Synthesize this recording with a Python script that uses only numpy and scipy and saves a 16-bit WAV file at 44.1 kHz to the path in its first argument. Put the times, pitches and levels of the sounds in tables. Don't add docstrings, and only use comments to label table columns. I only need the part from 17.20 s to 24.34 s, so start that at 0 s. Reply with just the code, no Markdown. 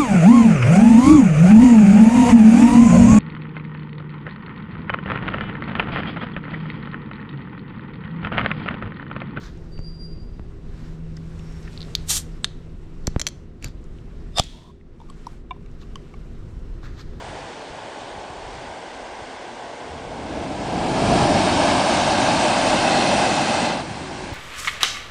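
import sys
import numpy as np
from scipy import signal
from scipy.fft import rfft, irfft, next_fast_len
from scipy.io import wavfile
from scipy.ndimage import uniform_filter1d, map_coordinates

SR = 44100
rng = np.random.default_rng(int(sys.argv[2]) if len(sys.argv) > 2 else 0)


def store_wav(level_fs):
    pcm = np.round(np.clip(np.atleast_2d(level_fs), -1, 1) * 32767)
    wavfile.write(sys.argv[1], SR, pcm.T.astype(np.int16))


def invert_db(level):
    return 10 ** (np.asarray(level, dtype=float) / 20)


N = 314874
T = np.arange(N) / SR

# [f/Hz, level/dB per Hz]
SURF_COLOUR = [(110, -37.5), (180, -14.5), (258, -5), (289, -5), (393, -4.5), (844, -0.5), (1110, -8.5),
               (1260, -14.5), (1400, -20.5), (1820, -41.5), (3080, -120)]
# [f/Hz, level/dB per Hz]
FOAM_COLOURS = [
    [(760, -33), (1300, -6), (1440, 1), (1920, -2), (2520, -4), (2770, -6), (3020, -4), (3790, -7),
     (4060, -10), (4420, -8), (4810, -11), (8430, -18.5), (9910, -26), (12900, -52.5), (21800, -120)],
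    [(760, -40), (1300, -9), (1550, 0.5), (1750, -6.5), (2040, -3.5), (2520, -9.5), (2790, -7.5),
     (3480, -9.5), (3830, -12.5), (4940, -14.5), (7610, -21), (8290, -22), (9910, -29), (12900, -61),
     (21800, -120)],
]
# [t/s, peak level/dB]
WASHES = [
    (0.15, -46.5),
    (0.55, -49),
    (0.82, -49.5),
    (1.38, -47),
    (1.7, -49),
    (2.05, -47),
    (2.45, -47.5),
    (2.7, -51),
]
# [t/s, peak level/dB]
WAVES = [
    (0.06, -44.5),
    (0.55, -51.5),
    (1.0, -53.5),
    (1.33, -49),
    (2.72, -49),
    (3.96, -26.5),
    (6.68, -39),
]
# [f/Hz, level/dB per Hz]
BUFFET_COLOUR = [(12, -23.5), (25, -7.5), (44, 0), (60, -7), (75, -4), (100, -34), (180, -120)]
# [t/s, peak level/dB]
GUSTS = [
    (0.05, -47),
    (0.85, -55.5),
    (1.3, -47),
    (1.9, -51),
    (2.95, -47),
    (3.95, -40),
    (5.45, -43),
    (5.95, -46),
    (7.14, -45),
]
# [f/Hz, peak level/dB]
WHINE = [(8122, -64.5), (8092, -75), (8153, -79)]
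# [t/s, gain level/dB]
DUCK = [
    (2.95, 0),
    (3.3, -8),
    (7.1, -13),
]
# [t/s, peak level/dB, f/Hz]
BUMPS = [(.08, -33, 75), (.51, -38, 45), (.985, -35, 90), (1.105, -34, 110), (1.19, -38, 65),
         (1.27, -37, 85), (1.35, -37, 80), (2.025, -35, 85), (2.72, -36, 70), (6.688, -28, 200),
         (7.041, -27, 200), (7.127, -24, 75)]

# [t/s, flow level/dB, stage: 0 gathering, 1 airy, 2 mixed, 3 wet, 4 draining]
JET = [
    (2.62, -51.5, 0.01),
    (3.13, -33.5, 0.18),
    (3.38, -32.5, 0.63),
    (3.93, -19.5, 1),
    (4.4, -20, 1.86),
    (5.85, -20, 3.1),
    (6.49, -23, 3.01),
    (6.68, -37.5, 3.76),
    (7.14, -39.5, 3.83),
]
# [t/s, level/dB, length/s]
SPUTTER = [
    (3.194, 0, 0.01),
    (3.952, -0.5, 0.047),
    (6.51, 1.5, 0.009),
    (6.556, -0.5, 0.013),
    (6.6, 4.5, .012),
    (6.63, -1.5, 0.018),
]
# [f/Hz, level/dB per Hz]
SHAFT_COLOURS = [
    [(35, -46), (60, -1.5), (86, -2.5), (162, -8), (290, -1.5), (390, -10), (480, -6), (620, -34.5),
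     (1060, -120)],
    [(35, -52.5), (60, -6), (107, -6), (146, 0), (319, 0), (436, -7), (480, -13), (620, -35.5),
     (1060, -120)],
    [(35, -37.5), (60, -9.5), (97, -3.5), (130, -2), (305, 2.5), (444, -9.5), (480, -21), (620, -35),
     (1060, -120)],
    [(35, -44), (60, -13.5), (237, 1), (270, 0), (333, -0.5), (440, -12), (480, -8.5), (620, -37),
     (1060, -120)],
    [(35, -30), (60, -5), (339, -1.5), (410, -15), (444, -15.5), (480, -16.5), (620, -39), (1060, -120)],
]
# [f/Hz, level/dB per Hz]
THROAT_COLOURS = [
    [(260, -37), (440, -4), (651, 1), (700, -2.5), (897, -3.5), (1130, -16.5), (1400, -13.5), (1820, -40),
     (3080, -120)],
    [(260, -34), (440, -10.5), (511, -13.5), (591, -3.5), (721, 0.5), (969, -8.5), (1120, -13.5),
     (1400, -16), (1820, -47), (3080, -120)],
    [(260, -42), (440, -14.5), (501, -9.5), (597, 2), (746, 0.5), (830, 1.5), (1040, -6.5), (1400, -13.5),
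     (1820, -43), (3080, -120)],
    [(260, -48), (440, -17), (588, -0.5), (684, -3.5), (775, 1.5), (997, -10.5), (1330, -14), (1400, -16.5),
     (1820, -46.5), (3080, -120)],
    [(260, -26), (440, -11.5), (497, -22), (519, -5.5), (826, -0.5), (1400, -12), (1820, -43), (3080, -120)],
]
# [f/Hz, level/dB per Hz]
MIST_COLOUR = [(4300, -37.5), (5000, -1.5), (5250, -4), (5430, -1.5), (5750, -1), (6300, -4), (6650, -5.5),
               (7000, -4), (7700, -6), (8500, -5), (9500, -9), (9900, -10.5), (11000, -36)]
# [f/Hz, width/Hz, level/dB]
GATHERING = [(1600, 170, 6.5), (2170, 250, 4), (2630, 360, -0.5), (3300, 700, -4), (4300, 900, -10.5)]
AIRY = [(1656, 180, 9), (2250, 540, 3), (2650, 340, 1.5), (3170, 290, 1), (3860, 520, -3),
        (4460, 360, -3.5), (5100, 510, -4)]
MIXED = [(1596, 200, 8), (2206, 250, 2.5), (2660, 610, 0), (3110, 390, -4), (3780, 440, -3),
         (4490, 360, -4.5), (5130, 260, -2.5)]
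WET = [(1550, 250, 7), (2030, 210, 4.5), (2595, 250, 4.5), (3100, 290, -1), (3620, 350, -3),
       (4190, 330, -3), (4800, 540, -7)]
DRAINING = [(1610, 310, 5), (2200, 450, 0.5), (2480, 150, -3), (2700, 180, -1.5), (3220, 500, -5.5),
            (3950, 530, -6), (4580, 800, -9)]
BOOM_DB = (1.9, -0.1, -5, -5, 2.5)
SPRAY_DB = (-10.5, -9, -6.5, -5, -1.9)
MIST_DB = (-20, -17, -14.5, -13, -10)
THUD_DB = (-15, -18, -25, -30, -16)
# [t/s, f/Hz, level/dB]
HOOT = [
    (6.82, 378, -45),
    (6.845, 378, -39),
    (6.92, 370, -41),
    (6.97, 362, -45),
    (7.0, 374, -40),
    (7.035, 372, -37),
    (7.05, 370, -42),
]
# [f/Hz, level/dB]
BAND_LIMIT = [(9700, 0.5), (9950, -1.5), (10080, -3), (10200, -62), (10300, -120)]


def unit(x):
    return x / np.sqrt(np.mean(x ** 2) + 1e-20)


def along(points, hz):
    f, v = np.transpose(points)
    return np.interp(np.log(hz + 1), np.log(f + 1), v)


def curves(rows, before=None):
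    times, *columns = np.transpose(rows)
    return [np.interp(T, times, column, left=before) for column in columns]


def wobble(rate):
    knots = rng.standard_normal(int(N * rate / SR) + 4)
    return map_coordinates(knots, [T * rate])


def filtered(x, response):
    m = next_fast_len(N + 8192)
    spectrum = rfft(x, m) * response(np.fft.rfftfreq(m, 1 / SR))
    return irfft(spectrum, m)[..., :N]


def turbulence(patchy_db):
    noise = signal.stft(rng.standard_normal(N), nperseg=512)[2]
    patches = uniform_filter1d(rng.standard_normal(noise.shape), size=6, axis=0)
    patches = uniform_filter1d(patches, size=10, axis=1)
    return signal.istft(noise * invert_db(patchy_db * unit(patches)), nperseg=512)[1][:N]


def rush(colour, patchy_db):
    return unit(filtered(turbulence(patchy_db), lambda hz: invert_db(along(colour, hz))))


def surges(rows, rest_db, rise_s, fall_s):
    power = invert_db(rest_db) ** 2
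    for s, db in rows:
        length = np.where(T < s, rise_s, fall_s)
        power = power + invert_db(db) ** 2 * np.exp(-((T - s) / length) ** 2)
    return np.sqrt(power)


def surf():
    duck_db = 0.23 * curves(DUCK)[0]
    return invert_db(-37 + duck_db + 0.35 * wobble(2.2)) * rush(SURF_COLOUR, patchy_db=0.0)


def foam():
    turn = np.pi / 2 * np.clip((T - 1.1) / 0.5, 0, 1)
    first = np.cos(turn) * rush(FOAM_COLOURS[0], patchy_db=0.8)
    second = np.sin(turn) * rush(FOAM_COLOURS[1], patchy_db=0.36)
    swell = surges(WASHES, rest_db=-44.5, rise_s=0.14, fall_s=0.2)
    return swell * invert_db(0.2 * wobble(8.0)) * (first + second)


def waves():
    swell = surges(WAVES, rest_db=-55.5, rise_s=0.12, fall_s=0.2)
    colour = [(45, -45.5), (70, -2), (130, -1), (200, -4), (280, -36.5)]  # Hz, dB per Hz
    return swell * invert_db(1.6 * wobble(25)) * rush(colour, patchy_db=2.0)


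def wind():
    swell = surges(GUSTS, rest_db=-62.5, rise_s=0.12, fall_s=0.18)
    return swell * unit(invert_db(0.8 * wobble(12)) * rush(BUFFET_COLOUR, patchy_db=1.2))


def motor_whine():
    tones = sum(invert_db(db + 0.4 * wobble(7.2)) * np.sin(2 * np.pi * hz * T) for hz, db in WHINE)
    return invert_db(curves(DUCK)[0]) * tones


def bumps():
    pushes = 0
    for s, db, hz in BUMPS:
        cycles = (T - s) * hz
        pushes = pushes + invert_db(db) * np.exp(-(cycles / 0.42) ** 2) * np.sin(-2 * np.pi * cycles)
    return pushes


def jet(stage_db, lead_s=0):
    flow_db, stage = curves(JET, before=-88)
    level_db = flow_db + np.interp(stage, np.arange(len(stage_db)), stage_db)
    earlier_db = np.interp(T + lead_s, T, level_db)
    return np.minimum(level_db, earlier_db)


def staged(layers):
    stage = np.clip(curves(JET)[1], 0, 4)
    return sum(np.clip(1 - np.abs(stage - k), 0, 1) * unit(x) for k, x in enumerate(layers))


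def coloured(air, colours):
    return staged(filtered(air, lambda hz: invert_db(along(colour, hz))) for colour in colours)


def boom(flutter):
    return invert_db(jet(BOOM_DB) + 0.36 * flutter) * coloured(turbulence(patchy_db=0.26), SHAFT_COLOURS)


def roar(flutter, slugs_db):
    level_db = jet([0]) + slugs_db + 0.15 * flutter
    return invert_db(level_db) * coloured(turbulence(patchy_db=0.57), THROAT_COLOURS)


def mist(flutter):
    return invert_db(jet(MIST_DB, lead_s=0.035) + 0.28 * flutter) * rush(MIST_COLOUR, patchy_db=1.2)


def thud():
    return invert_db(jet(THUD_DB) + 1.1 * wobble(5.8)) * rush(BUFFET_COLOUR, patchy_db=0.7)


def rock_response(modes):
    def response(f):
        power = 0
        for centre, width, db in modes:
            offset = np.abs((f * f - centre * centre) / (f * width + 1e-9))
            power = power + invert_db(db) ** 2 / (1 + offset ** 2.7)
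        return np.sqrt(power)
    return response


def spray(flutter, slugs_db):
    colour = [(1100, -46.5), (1400, -1.7), (4900, 4.5), (5600, -8.0), (6600, -25.5)]  # Hz, dB
    hiss = filtered(turbulence(patchy_db=0.5), lambda hz: invert_db(along(colour, hz)))
    stages = (GATHERING, AIRY, MIXED, WET, DRAINING)
    rocks = staged(filtered(hiss, rock_response(modes)) for modes in stages)
    return invert_db(jet(SPRAY_DB, lead_s=0.021) + 0.48 * slugs_db + 0.37 * flutter) * rocks


def blowhole():
    flutter = wobble(12)
    slugs_db = sum(db * np.exp(-((T - s) / length) ** 2) for s, db, length in SPUTTER)
    air = boom(flutter) + roar(flutter, slugs_db)
    return air + mist(flutter) + thud() + spray(flutter, slugs_db)


def backdraw():
    hz, db = curves(HOOT)
    gate = np.clip(np.minimum(T - HOOT[0][0], HOOT[-1][0] - T) / 0.0063, 0, 1)
    level = invert_db(db + 3 + 0.8 * wobble(40))
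    unsteady_hz = hz * (1 + 0.006 * wobble(60))
    return gate * level * np.sin(2 * np.pi * np.cumsum(unsteady_hz) / SR)


def scene():
    shore = surf() + foam() + waves() + wind()
    return (shore + motor_whine() + bumps() + blowhole() + backdraw())[None]


def coarse_storage(x):
    n, k = np.arange(512) - 255.5, np.arange(32)[:, None]
    lowpass = signal.firwin(512, 0.0177, window=("kaiser", 9))
    bank = lowpass * np.cos((2 * k + 1) * np.pi / 64 * n - (-1) ** k * np.pi / 4)
    slow = np.pad(signal.resample_poly(x, 320, 441), (512, 2048))
    frames = np.lib.stride_tricks.sliding_window_view(slow, 512)[::32]
    whole = len(frames) // 36 * 36
    blocks = (frames[:whole] @ bank.T).reshape(-1, 36, 32)
    peak = np.abs(blocks).max(axis=1, keepdims=True)
    step = 2.2 * peak / np.where(k.T < 10, 15, 3) + 1e-12
    rounded = np.round(blocks / step) * step
    pieces = 128 * rounded.reshape(-1, 32) @ bank
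    place = 32 * np.arange(len(pieces))[:, None] + np.arange(512)
    joined = np.bincount(place.ravel(), pieces.ravel())[512:]
    return signal.resample_poly(joined, 441, 320)[:N]


def low_pass(x):
    return signal.sosfilt(signal.butter(12, 10060, fs=SR, output="sos"), x)


def record(dry):
    ceiling = np.where(dry > 0, 0.56, 0.66)
    saturated = dry / (1 + np.abs(dry / ceiling) ** 4) ** (1 / 4)
    stored = coarse_storage(saturated[0])[None]
    limited = filtered(stored, lambda hz: invert_db(along(BAND_LIMIT, hz)))
    return low_pass(limited)


dry = scene()
out = record(dry)
store_wav(out)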